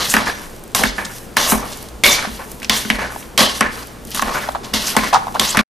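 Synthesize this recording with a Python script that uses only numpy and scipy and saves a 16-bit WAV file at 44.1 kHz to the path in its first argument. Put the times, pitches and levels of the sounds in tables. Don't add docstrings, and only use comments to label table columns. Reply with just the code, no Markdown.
import sys
import numpy as np
from scipy import signal
from scipy.fft import rfft, irfft, next_fast_len
from scipy.io import wavfile
from scipy.ndimage import uniform_filter1d

SR = 44100
rng = np.random.default_rng(int(sys.argv[2]) if len(sys.argv) > 2 else 0)


def decibels_to_gain(level_db):
    exponent = np.asarray(level_db, float) / 20
    return 10 ** exponent


def generate_wav(signal):
    frames = np.transpose(np.atleast_2d(signal))
    scaled = np.clip(frames, -1, 1) * 32767
    pcm = np.round(scaled).astype(np.int16)
    wavfile.write(sys.argv[1], SR, pcm)


N = 253303

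# start in seconds, peak in dB, struck tone in Hz, treble in dB re peak, thud in dB.
KNOCKS = [(0.139, 3, 1840, -1, -12.5), (0.166, 4.5, 1290, -6.5, -22.5), (0.748, -2, 1070, 6, -48),
          (0.793, -6, 900, -9, -18), (0.836, -0.5, 1800, -0.5, -13), (1.368, 6, 1320, -2.5, -37),
          (1.5205, 3, 940, -36, -7.5), (2.0366, -8, 2230, 12, -35), (2.063, -4, 2300, 9.5, -19),
          (2.6956, 0.5, 3200, 1, -16), (2.85, -12, 1450, -16, -20.5), (2.901, 2.5, 1930, -6.5, -13.5),
          (3.377, -1, 2830, 3.5, -34), (3.405, 1, 2940, -20, -11.5), (3.608, 7, 1220, -5, -13),
          (4.222, 2, 1070, -5.5, -19), (4.738, -14, 3580, 6.5, -18), (4.966, 7, 1070, -3, -9.5),
          (5.396, -3.5, 3590, 7.5, -21), (5.547, -8, 1150, -8, -30), (5.571, 0.5, 1950, 1, -10.5),
          (5.59, 2, 2140, -11, -12), (2.268, -30, 900, -10, -21), (4.734, -17, 1900, -2, -26)]
# pitch in Hz, level in dB, t60 in seconds.
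POT = [(232, -5, 0.51), (280, -31, 0.071), (620.5, -0.5, 0.22), (887, 3.5, 0.079), (1070, 5, 0.14),
       (1125, 4, 0.078), (1492, 2.5, 0.099), (1730, 8.5, 0.1), (1930, 9.5, 0.042), (2230, 11.5, 0.049),
       (3020, -1.5, 0.1), (3226, -3, 0.24), (3490, 0.5, 0.12), (3670, 0.5, 0.2), (4450, -10, 0.037),
       (4650, 9, 0.034), (5080, 14, 0.025), (5730, 12.5, 0.03), (6300, -1.5, 0.052), (7400, -20.5, .05)]
HIT_ATTACK_S, SOFT_ATTACK_S, LIFT_ATTACK_S = 0.0014, 0.0054, 0.03


def rms_one(x):
    return x / np.sqrt(np.mean(x ** 2) + 1e-20)


def at_hz(points, hz):
    points_hz, values = np.transpose(points)
    return np.interp(np.log(hz + 1e-9), np.log(points_hz), values)


def shaped(x, points, turn=0.):
    # frequency in Hz, lead of the left in radians.
    port_lead = [(20, 0), (130, .2), (260, .4), (950, .5), (1290, 0.1), (2240, 0.2), (6460, 0), (15200, 0)]
    size = next_fast_len(N)
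    hz = np.arange(size // 2 + 1) * SR / size
    response = decibels_to_gain(at_hz(points, hz)) * np.exp(1j * turn * at_hz(port_lead, hz))
    return irfft(rfft(x, size) * response, size)[:N]


def band(x, low_hz, high_hz):
    edges_hz = [low_hz, min(high_hz, 0.45 * SR)]
    return signal.sosfilt(signal.butter(2, edges_hz, "band", fs=SR, output="sos"), x)


def drift(rate):
    r = np.exp(-80 * np.pi * rate / SR)
    slow = signal.lfilter([1], [1, -2 * r, r * r], rng.standard_normal(N // 40 + 2002))[2000:]
    return np.interp(np.arange(N) / 40, np.arange(len(slow)), rms_one(slow))


def ring(clicks, hz, t60):
    r = decibels_to_gain(-60 / (max(t60, 0.001) * SR))
    w = 2 * np.pi * hz / SR
    return signal.lfilter([0, np.sin(w)], [1, -2 * r * np.cos(w), r * r], clicks + 1e-18)


def grains(per_s, spread_db):
    sizes = decibels_to_gain(spread_db * np.minimum(rng.exponential(1, N), 5)) * rng.choice([-1, 1], N)
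    return rms_one(sizes * (rng.random(N) < per_s / SR))


def nearness(hz, centre_hz, octaves):
    return np.exp(-0.5 * (np.log2(hz / centre_hz) / octaves) ** 2)


def add(out, s, piece):
    i = round(s * SR)
    out[i:i + len(piece)] += piece[:N - i]


def on_samples(curve):
    return np.interp(np.arange(N) / SR * 1000, np.arange(len(curve)), curve)


def contact(s, hold, first_db, last_db, attack_s, stop_db_per_s, settle_db=-99):
    columns = (s, np.maximum(hold, 0.002), first_db, last_db)
    s, hold, first_db, last_db = [np.reshape(v, (-1, 1)) for v in columns]
    t = np.arange(0, N / SR + 0.002, 0.001) - s
    after = np.maximum(t - hold, 0)
    level = decibels_to_gain(first_db + (last_db - first_db) * np.clip(t / hold, 0, 1))
    release = decibels_to_gain(-stop_db_per_s * after) ** 2
    slump = decibels_to_gain(settle_db - 62.5 * after) ** 2
    return (level * np.clip(1 + t / attack_s, 0, 1)) ** 2 * (release + slump)


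def strokes():
    # start in seconds, length in seconds, scrape in dB,
    # sizzle in dB at first, sizzle in dB at the end.
    slides = [(0.0, 0.13, -19.5, -31.5, -16), (0.7495, 0.083, -17.5, -13.5, -21.5),
              (1.369, .1, -16, -21.5, -21), (1.472, .047, -20, -16, -10), (2.038, 0.091, -15, -17, -16.5),
              (2.704, 0.069, -20, -30, -20.5), (2.795, 0.16, -28.5, -29.5, -32),
              (3.378, 0.034, -18, -33, -32), (3.48, 0.11, -26, -32, -26), (4.148, 0.036, -24, -19, -27),
              (4.739, 0.15, -21, -32, -19.5), (5.409, 0.105, -18.5, -22, -22)]
    # start in seconds, length in seconds,
    # crackle in dB, sizzle in dB.
    lifts = [
        (0.297, 0.21, -46, -40),
        (0.966, .22, -40, -35.5),
        (1.657, 0.15, -35.5, -36),
        (2.222, 0.33, -44, -38),
        (3.116, 0.084, -41, -35.5),
        (3.722, 0.1, -43, -37),
        (4.079, .09, -37.5, -37),
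        (4.342, 0.14, -34.5, -34.5),
        (5.006, 0.31, -55, -42.5),
    ]
    # start in seconds, hold in seconds, mash in dB,
    # cavity tone in Hz, grit on steel in dB re mash.
    presses = [(0.0, 0.006, -19, 1300, -2.5), (.14, 0.015, -15.5, 1430, -7), (.166, .03, -16.5, 1300, -9),
               (.7495, 0.004, -22, 1190, -5), (.836, 0.018, -22, 1560, -3), (1.369, 0.04, -20.5, 1220, 0),
               (1.521, 0.0047, -13.5, 970, -20.5), (2.038, 0.026, -19, 990, 6),
               (2.697, 0.0059, -18, 1590, -3), (2.902, 0.057, -22.5, 2050, -26),
               (3.378, 0.043, -14, 1173, 1.5), (3.61, 0.05, -20, 1700, -19),
               (4.147, 0.056, -28.5, 1170, -13), (4.223, 0.04, -27, 1000, -4.5),
               (4.737, 0.0099, -23, 1040, 3.5), (4.968, 0.02, -15.5, 2050, -6.5),
               (5.396, 0.0079, -16.5, 1110, -16), (5.571, 0.053, -16, 1500, -12)]
    pulls = [(.255, 0.025, -24.5, 1730, 0), (.8, 0.03, -23, 800, -29), (.98, 0.025, -23.5, 1730, -9),
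             (1.46, 0.074, -25, 1110, -8), (2.16, 0.074, -25, 1570, -4), (2.62, 0.013, -42, 1230, 7),
             (2.985, 0.03, -20, 1610, -10.5), (3.04, 0.015, -23.5, 1500, -13.5),
             (3.72, 0.071, -36.5, 1340, 3.5), (4.27, 0.074, -26, 1080, -7.5),
             (4.335, 0.043, -21, 1600, -8.5), (4.41, .04, -32.5, 1570, -6), (2.39, 0.014, -31, 1120, -9),
             (4.63, 0.054, -36.5, 940, -2.5), (4.83, 0.1, -30, 1520, -12.5),
             (5.03, 0.052, -22.5, 2000, -2.5), (5.125, 0.0099, -22, 930, -12.5),
             (5.22, 0.055, -49.5, 920, -11.5), (5.34, 0.014, -39, 880, 6),
             (5.547, 0.016, -18.5, 1187, -15.5)]
    settle_db, mash_stop, grit_stop, sizzle_stop, lift_stop = -11, 208, 200, 247.5, 121.5

    s, length, db, first, last = np.transpose(slides)
    grit = contact(s, length, db, db - 0.5, HIT_ATTACK_S, 171.5).sum(0)
    sizzle = contact(s, length, first, last, HIT_ATTACK_S, sizzle_stop).sum(0)

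    s, length, db, top = np.transpose(lifts)
    grit += contact(s, length, db, db, LIFT_ATTACK_S, lift_stop).sum(0)
    sizzle += contact(s, length, top, top, LIFT_ATTACK_S, lift_stop).sum(0)

    squeeze, pitch = 1e-8, 1e-5
    for rows, attack_s in ((presses, HIT_ATTACK_S), (pulls, SOFT_ATTACK_S)):
        s, hold, db, hz, grit_db = np.transpose(rows)
        s = s + attack_s - HIT_ATTACK_S
        push = contact(s, hold, db, db, attack_s, mash_stop, settle_db)
        squeeze = squeeze + push.sum(0)
        pitch = pitch + hz @ push
        steel = db + grit_db
        grit += contact(s, hold, steel, steel, attack_s, grit_stop, settle_db).sum(0)
        top = steel - 3
        sizzle += contact(s, hold, top, top, attack_s, sizzle_stop).sum(0)

    scrape_db, sizzle_db, mash_db = 10 * np.log10(np.array([grit, sizzle, squeeze]) + 1e-8)
    tone_hz = 3600 * 2 ** np.clip(sizzle_db - scrape_db, -0.6, 0.6)
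    return [on_samples(c) for c in (scrape_db, tone_hz, sizzle_db, mash_db, pitch / squeeze)]


def scrape(scrape_db, tone_hz, sizzle_db):
    # frequency in Hz, density in dB per Hz.
    sizzle_colour = [(880, -59.5), (1500, 16), (2620, 4.5), (3650, 7), (3950, 12), (5780, -10.5),
                     (11300, -10.5), (14200, -16), (15500, -19.5)]
    grit = grains(per_s=9000, spread_db=2.0)
    wander = [decibels_to_gain(2.5 * drift(12)) for k in range(4)]
    tones = 0
    for k, (hz, db, t60) in enumerate(POT[9:]):
        touch = 1.3 + 0.57 * nearness(hz, tone_hz, 0.2)
        tones = tones + ring(grit * decibels_to_gain(db) * wander[k % 4] * touch, hz, 0.15 * t60)
    broad = shaped(grit, sizzle_colour)
    body = decibels_to_gain(-3.5) * rms_one(tones) + decibels_to_gain(-3.5) * rms_one(band(broad, 2220, 6300))
    top = decibels_to_gain(sizzle_db - 2.5) * rms_one(band(broad, 8540, 24400))
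    roughness = decibels_to_gain(1.6 * drift(18) + 0.6 * drift(140))
    return roughness * (decibels_to_gain(scrape_db) * body + top)


def mash(mash_db, cavity_hz):
    grit = grains(per_s=4000, spread_db=3.0)
    dealt = rng.integers(0, 14, N)
    cavities, walls = 0, 0
    for k, hz in enumerate(np.geomspace(520, 2500, 14)):
        opening = grit * (dealt == k) * (0.5 + 6.2 * nearness(hz, cavity_hz, 0.71))
        cavities = cavities + ring(opening, hz, 18.0 / hz)
    for hz, db, t60 in POT[2:10]:
        touch = 0.49 + 1.6 * nearness(hz, cavity_hz, 0.066)
        walls = walls + ring(grit * decibels_to_gain(db) * touch, hz, 0.33 * t60)
    return decibels_to_gain(mash_db + 2.1 * drift(22)) * (decibels_to_gain(-5.5) * rms_one(cavities) + decibels_to_gain(-8.0) * rms_one(walls))


def singing():
    # start in seconds, length in seconds, level in dB, pitch in Hz, t60 in seconds.
    sung = [(0.0, .015, -23, 1250, .015), (.266, .02, -24, 1700, .012), (.268, .025, -26, 1150, .012),
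            (.295, .012, -27, 1750, .015), (0.852, .008, -19, 1600, .015), (.813, .02, -25, 700, .008),
            (2.1, .1, -26, 2270, .025), (3.43, .07, -27, 3100, .012), (3.415, .03, -19, 1120, .03),
            (4.305, .015, -26, 1080, .02), (5.035, .02, -27, 1100, .015), (4.968, .08, -29.5, 1045, .05),
            (2.056, .035, -13, 2240, .05), (2.08, .055, -19, 3560, .04), (2.05, .065, -26, 595, .035),
            (2.07, .04, -23, 1125, .04), (3.39, .055, -23, 600, .035), (5.403, 0.05, -25, 3660, .03),
            (.836, .004, -14, 1850, .014), (2.038, 0.008, -11, 2232, .04), (2.038, 0.01, -13, 3400, .04),
            (2.699, .045, -25, 1080, .04), (2.71, 0.07, -25, 3410, .015), (2.903, .005, -19, 2000, .02),
            (3.38, 0.056, -20, 3190, .012)]
    s, length, db, hz, t60 = np.transpose(sung)
    power = contact(s, length, db + 1.5, db - 2.0, 0.00055, 2000)
    grit = grains(per_s=3000, spread_db=3.5)
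    out = np.zeros(N)
    for p, f, ring_s in zip(power, hz, t60):
        drive = grit * np.sqrt(on_samples(p) * 2 * np.log(1000) / (ring_s * SR))
        out += ring(drive, f, ring_s) + 0.57 * ring(drive, f * 1.026, ring_s)
    return out


def counter(mash_db):
    # pitch in Hz, level in dB, t60 in seconds.
    slab_modes = [(184, -18.5, 0.41), (217, 9, 0.2), (255, 2, 0.3), (291.2, -10, 0.5), (399.4, -5, 0.26)]
    # start in seconds, swell in dB, pitch in Hz.
    sways = [
        (0.16, -37.5, 37.7),
        (0.859, -22, 44.3),
        (1.541, -21.5, 48.3),
        (2.078, -33.5, 65),
        (2.299, -27.5, 55.6),
        (2.929, -23.5, 43.7),
        (3.63, -32, 61.9),
        (4.249, -28, 48.4),
        (4.988, -32, 40.7),
        (5.576, -27.5, 37.7),
    ]
    kicks, t = np.zeros(N), np.arange(SR // 4) / SR
    for s, db, hz, treble_db, thud_db in KNOCKS:
        add(kicks, s + 0.00383, decibels_to_gain(thud_db - 11.0) * np.ones(1))
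    rub = rng.standard_normal(N)
    shift = decibels_to_gain(-42 + 2.0 * drift(1.2)) + decibels_to_gain(mash_db - 25.5)
    thuds = sum(decibels_to_gain(db) * ring(kicks, hz, t60) for hz, db, t60 in slab_modes)
    rubbed = sum(decibels_to_gain(db) * ring(rub, hz, 0.24 * t60) for hz, db, t60 in slab_modes)
    out = band(thuds, 170, 2000) + shift * rms_one(rubbed)
    for s, db, hz in sways:
        add(out, s, decibels_to_gain(db + 13.5) * np.sin(2 * np.pi * hz * t) * (t / 0.053) * np.exp(-t / 0.023))
    return out


def room_noise():
    # frequency in Hz, density in dB per Hz.
    hiss_colour = [(12, -45), (20, 13), (47, -4.5), (185, -7), (245, -5), (333, -1.5), (491, -0.5),
                   (549, -4), (767, -7), (1980, -17.5), (11100, -24), (13100, -26), (15500, -22)]
    # pitch in Hz, level in dB rms.
    hum_lines = [(59, -41.5), (119, -45.5)]
    t, hum = np.arange(N) / SR, 0
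    for hz, db in hum_lines:
        level = decibels_to_gain(db - 1 + 3.8 * drift(5.4))
        hum = hum + level * np.sin(2 * np.pi * hz * t + 0.28 * drift(0.94))
    return decibels_to_gain(-38) * rms_one(shaped(rng.standard_normal(N), hiss_colour)) + hum


def squeals():
    # start in seconds, length in seconds, level in dB, from Hz, to Hz.
    glides = [
        (.085, .033, -20.5, 6020, 7800),
        (1.415, .055, -24, 5500, 5900),
        (1.475, .043, -24, 6200, 7000),
        (1.48, .04, -22, 10500, 12000),
        (2.106, 0.022, -15, 6100, 6400),
        (2.717, .072, -26, 3600, 7750),
        (4.333, 0.057, -36.5, 4520, 7800),
        (4.827, 0.053, -26, 4580, 6770),
        (5.449, 0.06, -20.5, 4600, 7600),
    ]
    out, t = np.zeros(N), np.arange(SR // 8) / SR
    low_pass = signal.butter(2, 900, fs=SR, output="sos")
    rough = signal.sosfilt(low_pass, rng.standard_normal((len(glides), 2, len(t))))
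    for (s, length, db, from_hz, to_hz), (a, b) in zip(glides, rms_one(rough)):
        way = np.clip(t / length, 0, 1)
        phase = 2 * np.pi * np.cumsum(from_hz * (to_hz / from_hz) ** way) / SR
        swell = way ** 0.6 * np.exp(-np.maximum(t - length, 0) / 0.0054)
        add(out, s, decibels_to_gain(db) * swell * (a * np.sin(phase) + b * np.cos(phase)))
    return out


def smacks():
    # start in seconds, peak in dB, centre in Hz, length in seconds.
    peels = [(0.099, -11, 8140, 0.014), (1.048, -16, 5500, 0.01), (1.166, -31, 5640, 0.0097),
             (1.723, -21.5, 5000, 0.014), (1.884, -34.5, 5780, 0.011), (2.113, -9, 3670, 0.01),
             (2.373, -25.5, 3700, 0.0097), (2.516, -31, 5200, 0.0085), (2.599, -29.5, 3270, 0.0091),
             (2.651, -14, 3460, 0.0029), (3.226, -22, 2500, 0.0049), (4.11, -31, 5000, 0.044),
             (4.145, -18, 8700, 0.008), (4.175, -19, 5200, 0.011), (4.522, -33.5, 5410, 0.0094),
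             (4.643, -21, 4500, 0.014), (4.869, -12, 6000, 0.016), (5.139, -8, 4700, 0.015),
             (5.131, -12, 2300, .028), (5.345, -22, 2800, .008), (4.116, -24, 3500, .02),
             (4.147, -17, 4300, .012), (2.631, -13, 1100, .005), (3.251, -30, 3900, .006)]
    out, grit, t = np.zeros(N), grains(per_s=6500, spread_db=4.0), np.arange(SR // 12) / SR
    for s, db, hz, length in peels:
        swell = (1 - np.exp(-t / 0.0016)) * np.exp(-t / max(length, 0.002))
        burst = grit[round(s * SR):][:len(t)] * swell
        add(out, s - 0.001, decibels_to_gain(db + 1.0) * band(burst, hz / 1.67, hz * 1.41))
    return out


def knocks():
    rows, out, t = np.array(KNOCKS), np.zeros(N), np.arange(SR // 20) / SR
    luck = rng.normal(0, 1, (len(rows), len(POT)))
    snap = rng.standard_normal((len(rows), len(t)))
    at = np.round(rows[:, 0] * SR).astype(int)
    for k, (hz, db, t60) in enumerate(POT):
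        held = np.zeros(N)
        bright = rows[:, 3] * np.clip(np.log2(hz / 1500), 0, 1)
        touch = 0.58 + 1.98 * nearness(hz, rows[:, 2], 0.21)
        held[at] = decibels_to_gain(rows[:, 1] + db - 20 + bright + 1.2 * luck[:, k]) * touch * (-1) ** k
        out += ring(held * 0.16, hz, t60) + ring(held, hz * 1.02, 0.14 * t60)
    for (s, db, hz, treble_db, thud_db), noise in zip(rows, snap):
        add(out, s, decibels_to_gain(db + treble_db - 6.5) * band(noise * np.exp(-t / 0.0028), 3000, 11000))
        add(out, s, decibels_to_gain(db - 1.5) * band(noise * np.exp(-t / 0.0079), hz / 1.83, hz * 1.77))
    return out


def pops():
    # start in seconds, peak in dB, pitch in Hz, sputter length in seconds. The rows at 0.794, 0.838,
    # 2.902 and 5.548 s are short blobs from the pot at a knock.
    pockets = [(0.273, -23, 1610, 0.007), (0.983, -21, 1900, 0.0067), (1.494, -26, 660, 0.0086),
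               (2.25, -18, 750, 0.0019), (2.254, -21, 1710, 0.0019), (2.631, -22, 2690, 0.0019),
               (2.62, -27, 1900, 0.002), (2.65, -30, 2200, 0.0024), (3.162, -23, 800, 0.002),
               (4.195, -13, 1220, 0.004), (4.953, -18, 880, 0.0023), (4.489, -13, 792, 0.0027),
               (4.55, -15.5, 1070, 0.0072), (4.556, -16.5, 770, 0.007), (5.129, -12, 805, 0.012),
               (5.138, -5.5, 905, .008), (5.146, -4, 880, 0.005), (5.152, -6, 1000, 0.006),
               (5.159, -6, 900, .003), (5.168, -10, 880, .004), (5.344, -27, 912, .003),
               (.838, -8, 1850, .002), (.794, -15, 880, .003), (5.548, -17, 1100, .004),
               (2.902, -8, 1900, .004), (5.223, -22.5, 920, 0.0086), (5.27, -19, 795, 0.0074),
               (5.282, -21, 950, 0.006), (5.352, -14.5, 790, 0.013), (5.358, -12.5, 955, 0.006),
               (4.479, -27, 900, 0.0028), (2.227, -21, 1500, 0.0022), (5.132, -9.5, 960, 0.0037),
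               (4.174, -22, 1300, .002)]
    out, t = np.zeros(N), np.arange(SR // 100) / SR
    luck = rng.random((len(pockets), 6, 3))
    spray = rng.standard_normal((len(pockets), len(t)))
    for (s, db, hz, length), puffs, noise in zip(pockets, luck, spray):
        spatter = decibels_to_gain(-11) * band(noise * np.exp(-t / 0.003), 1400, 5200)
        for k, (when, tune, size) in enumerate(puffs):
            later = k > 0
            pitch = hz * (1 + (0.86 * tune - 0.25) * later)
            swell = t * pitch / 0.9
            puff = np.sin(2 * np.pi * pitch * t) * swell * np.exp(1 - swell) + spatter
            start = s - 0.001 + length * (k + when - 1) / 2.3 * later
            add(out, start, decibels_to_gain(db + 5 - later * (8 + 8 * size)) * puff)
    return band(out, 560, 9000)


def ticks():
    # start in seconds, peak in dB, centre in Hz.
    strands = [(0.3764, -23, 5780), (0.3954, -24, 4590), (0.4174, -24, 11000), (0.4569, -25, 5450),
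               (0.4993, -28, 8460), (0.5636, -25, 7390), (0.5945, -26, 10900), (0.6384, -18.5, 9910),
               (2.6005, -21, 9000), (0.6779, -25, 10500), (0.7183, -28, 7320), (1.1388, -24, 9390),
               (1.1677, -21, 10400), (1.1832, -20, 5450), (1.2156, -28, 11400), (1.6791, -22, 4590),
               (1.719, -19.5, 5110), (1.726, -14, 5500), (1.7314, -21, 4650), (1.7724, -15, 10100),
               (1.7814, -24.5, 5280), (1.365, -17, 2500), (1.8272, -16, 10900), (1.8414, -23, 10500),
               (1.8871, -23, 5780), (2.2264, -19, 4770), (2.5167, -12, 10000), (2.6309, -18, 4660),
               (2.8184, -21, 5040), (3.1233, -23, 6690), (3.1532, -23, 10200), (3.1794, -26, 9560),
               (3.2064, -22, 10170), (2.6455, -8, 3400), (3.5684, -17, 5150), (3.7294, -24, 6210),
               (3.7554, -20, 4650), (3.7734, -21, 9300), (3.8297, -20, 4700), (3.8714, -20, 9810),
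               (4.0507, -18, 9230), (4.0716, -22, 8900), (4.0964, -25, 10300), (4.1056, -15, 9530),
               (4.117, -16, 10600), (4.146, -9, 8750), (4.1624, -10, 5170), (4.1744, -14, 4830),
               (4.1789, -14, 5700), (4.1944, -8, 4960), (4.2178, -7, 5040), (4.2752, -23, 6580),
               (4.2994, -23, 6790), (4.5201, -21, 5410), (5.0429, -12, 5880), (5.1314, -9, 4660),
               (5.3238, -25, 4830), (5.3472, -20, 4840)]
    out, t = np.zeros(N), np.arange(SR // 50) / SR
    decay = np.exp(-t / 0.0012) + 0.12 * np.exp(-t / 0.006)
    for (s, db, hz), noise in zip(strands, rng.standard_normal((len(strands), len(t)))):
        snap = band(noise * decay, hz / 1.7, hz * 1.7)
        add(out, s, decibels_to_gain(db - 3) * snap / np.abs(snap).max())
    return out


def kitchen(x):
    t60_s, wall_cut_hz = 0.59, 15800
    size = next_fast_len(N + SR // 2)
    hz = np.arange(size // 2 + 1) * SR / size
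    tails = np.zeros((2, len(hz)), complex)
    for k, lag in enumerate(rng.uniform(0.008, 0.035, 12)):
        loop = decibels_to_gain(-60 * lag / t60_s) / (1 + 1j * hz / wall_cut_hz) * np.exp(-2j * np.pi * hz * lag)
        tails[k % 2] += (-1) ** (k // 2) * loop / (1 - loop)
    return irfft(rfft(x, size) * tails, size)[:, :N]


def scene():
    # frequency in Hz, side re mid in dB.
    side_colour = [(60, -14), (110, -12), (200, -10), (380, -9), (700, -6), (1290, -5), (2380, -8),
                   (4400, -13), (8120, -12), (11500, -12), (12500, -26)]
    # frequency in Hz, left re right in dB.
    balance = [(60, -1), (110, -4.5), (200, 5), (380, 0.5), (700, 1), (1290, -0.5), (2380, 0.5),
               (4400, -0.5), (8120, 0.5), (15000, -2)]
    scrape_db, tone_hz, sizzle_db, mash_db, cavity_hz = strokes()
    slab, struck, burst = counter(mash_db), knocks(), pops()
    pot = scrape(scrape_db, tone_hz, sizzle_db) + mash(mash_db, cavity_hz) + slab + struck + burst
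    pot = pot + smacks() + singing() + ticks() + squeals()
    echo, other_echo = kitchen(pot)
    mid = pot + decibels_to_gain(-26) * echo + room_noise()
    late = decibels_to_gain(-3) * np.roll(pot, 90) + decibels_to_gain(-17) * other_echo + room_noise()
    side = decibels_to_gain(0.5) * shaped(late, side_colour)
    side = side + decibels_to_gain(-7) * band(np.roll(slab, 45), 90, 500)
    side = side + decibels_to_gain(-6) * np.roll(burst, 12)
    left, right = [[(hz, sign * db / 2) for hz, db in balance] for sign in (1, -1)]
    return np.array([shaped(mid + side, left, 0.3), shaped(mid - side, right, -0.3)])


def patchy(side):
    # from seconds, to seconds.
    narrowed = [(0, .13), (.18, .31), (.5, .65), (.97, 1.06), (1.39, 1.49), (2.28, 2.37), (2.55, 2.62),
                (2.72, 2.77), (2.92, 3.02), (3.28, 3.35), (3.48, 3.72), (4.08, 4.2), (4.6, 4.7),
                (5.02, 5.08), (5.3, 5.38)]
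    hz, s, cells = signal.stft(side, SR, nperseg=1024)
    row, column = (hz // 400).astype(int), (s // 0.07).astype(int)
    patches = rng.random((row.max() + 1, column.max() + 1)) < 0.5
    kept = patches[row][:, column] * (sum((s > a) * (s < b) for a, b in narrowed) == 0)
    return signal.istft(cells * np.where(hz[:, None] > 4000, kept * 1.3, 1), SR)[1][:N]


def band_limit(x):
    return signal.sosfilt(signal.butter(12, 15650, fs=SR, output="sos"), x)


def record(dry):
    # from seconds, to seconds.
    dull_spells = [(.2, .33), (.9, 1.05), (2.17, 2.3), (2.9, 3.12), (3.4, 3.73), (4.55, 4.63), (5.2, 5.26)]
    # time in seconds, level in dB.
    ending = [(5.612, 0), (5.616, -20), (5.634, -24), (5.638, -80)]
    t = np.arange(N) / SR
    dry = signal.sosfilt(signal.cheby2(10, 50, 15500, fs=SR, output="sos"), dry)
    hard = np.clip(dry / (1 + np.abs(dry / 1.15) ** 8) ** (1 / 8), -1, 1)
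    dullness = uniform_filter1d(sum((t > a) * (t < b) for a, b in dull_spells) * 1., 512)
    dull = signal.sosfiltfilt(signal.cheby2(8, 30, 13700, fs=SR, output="sos"), hard)
    hard = hard + dullness * (dull - hard)
    hard = hard.mean(0) + patchy(hard[0] - hard[1]) / 2 * [[1], [-1]]
    return band_limit(hard * decibels_to_gain(np.interp(t, *np.transpose(ending))))


dry = scene()
out = record(dry)
generate_wav(out)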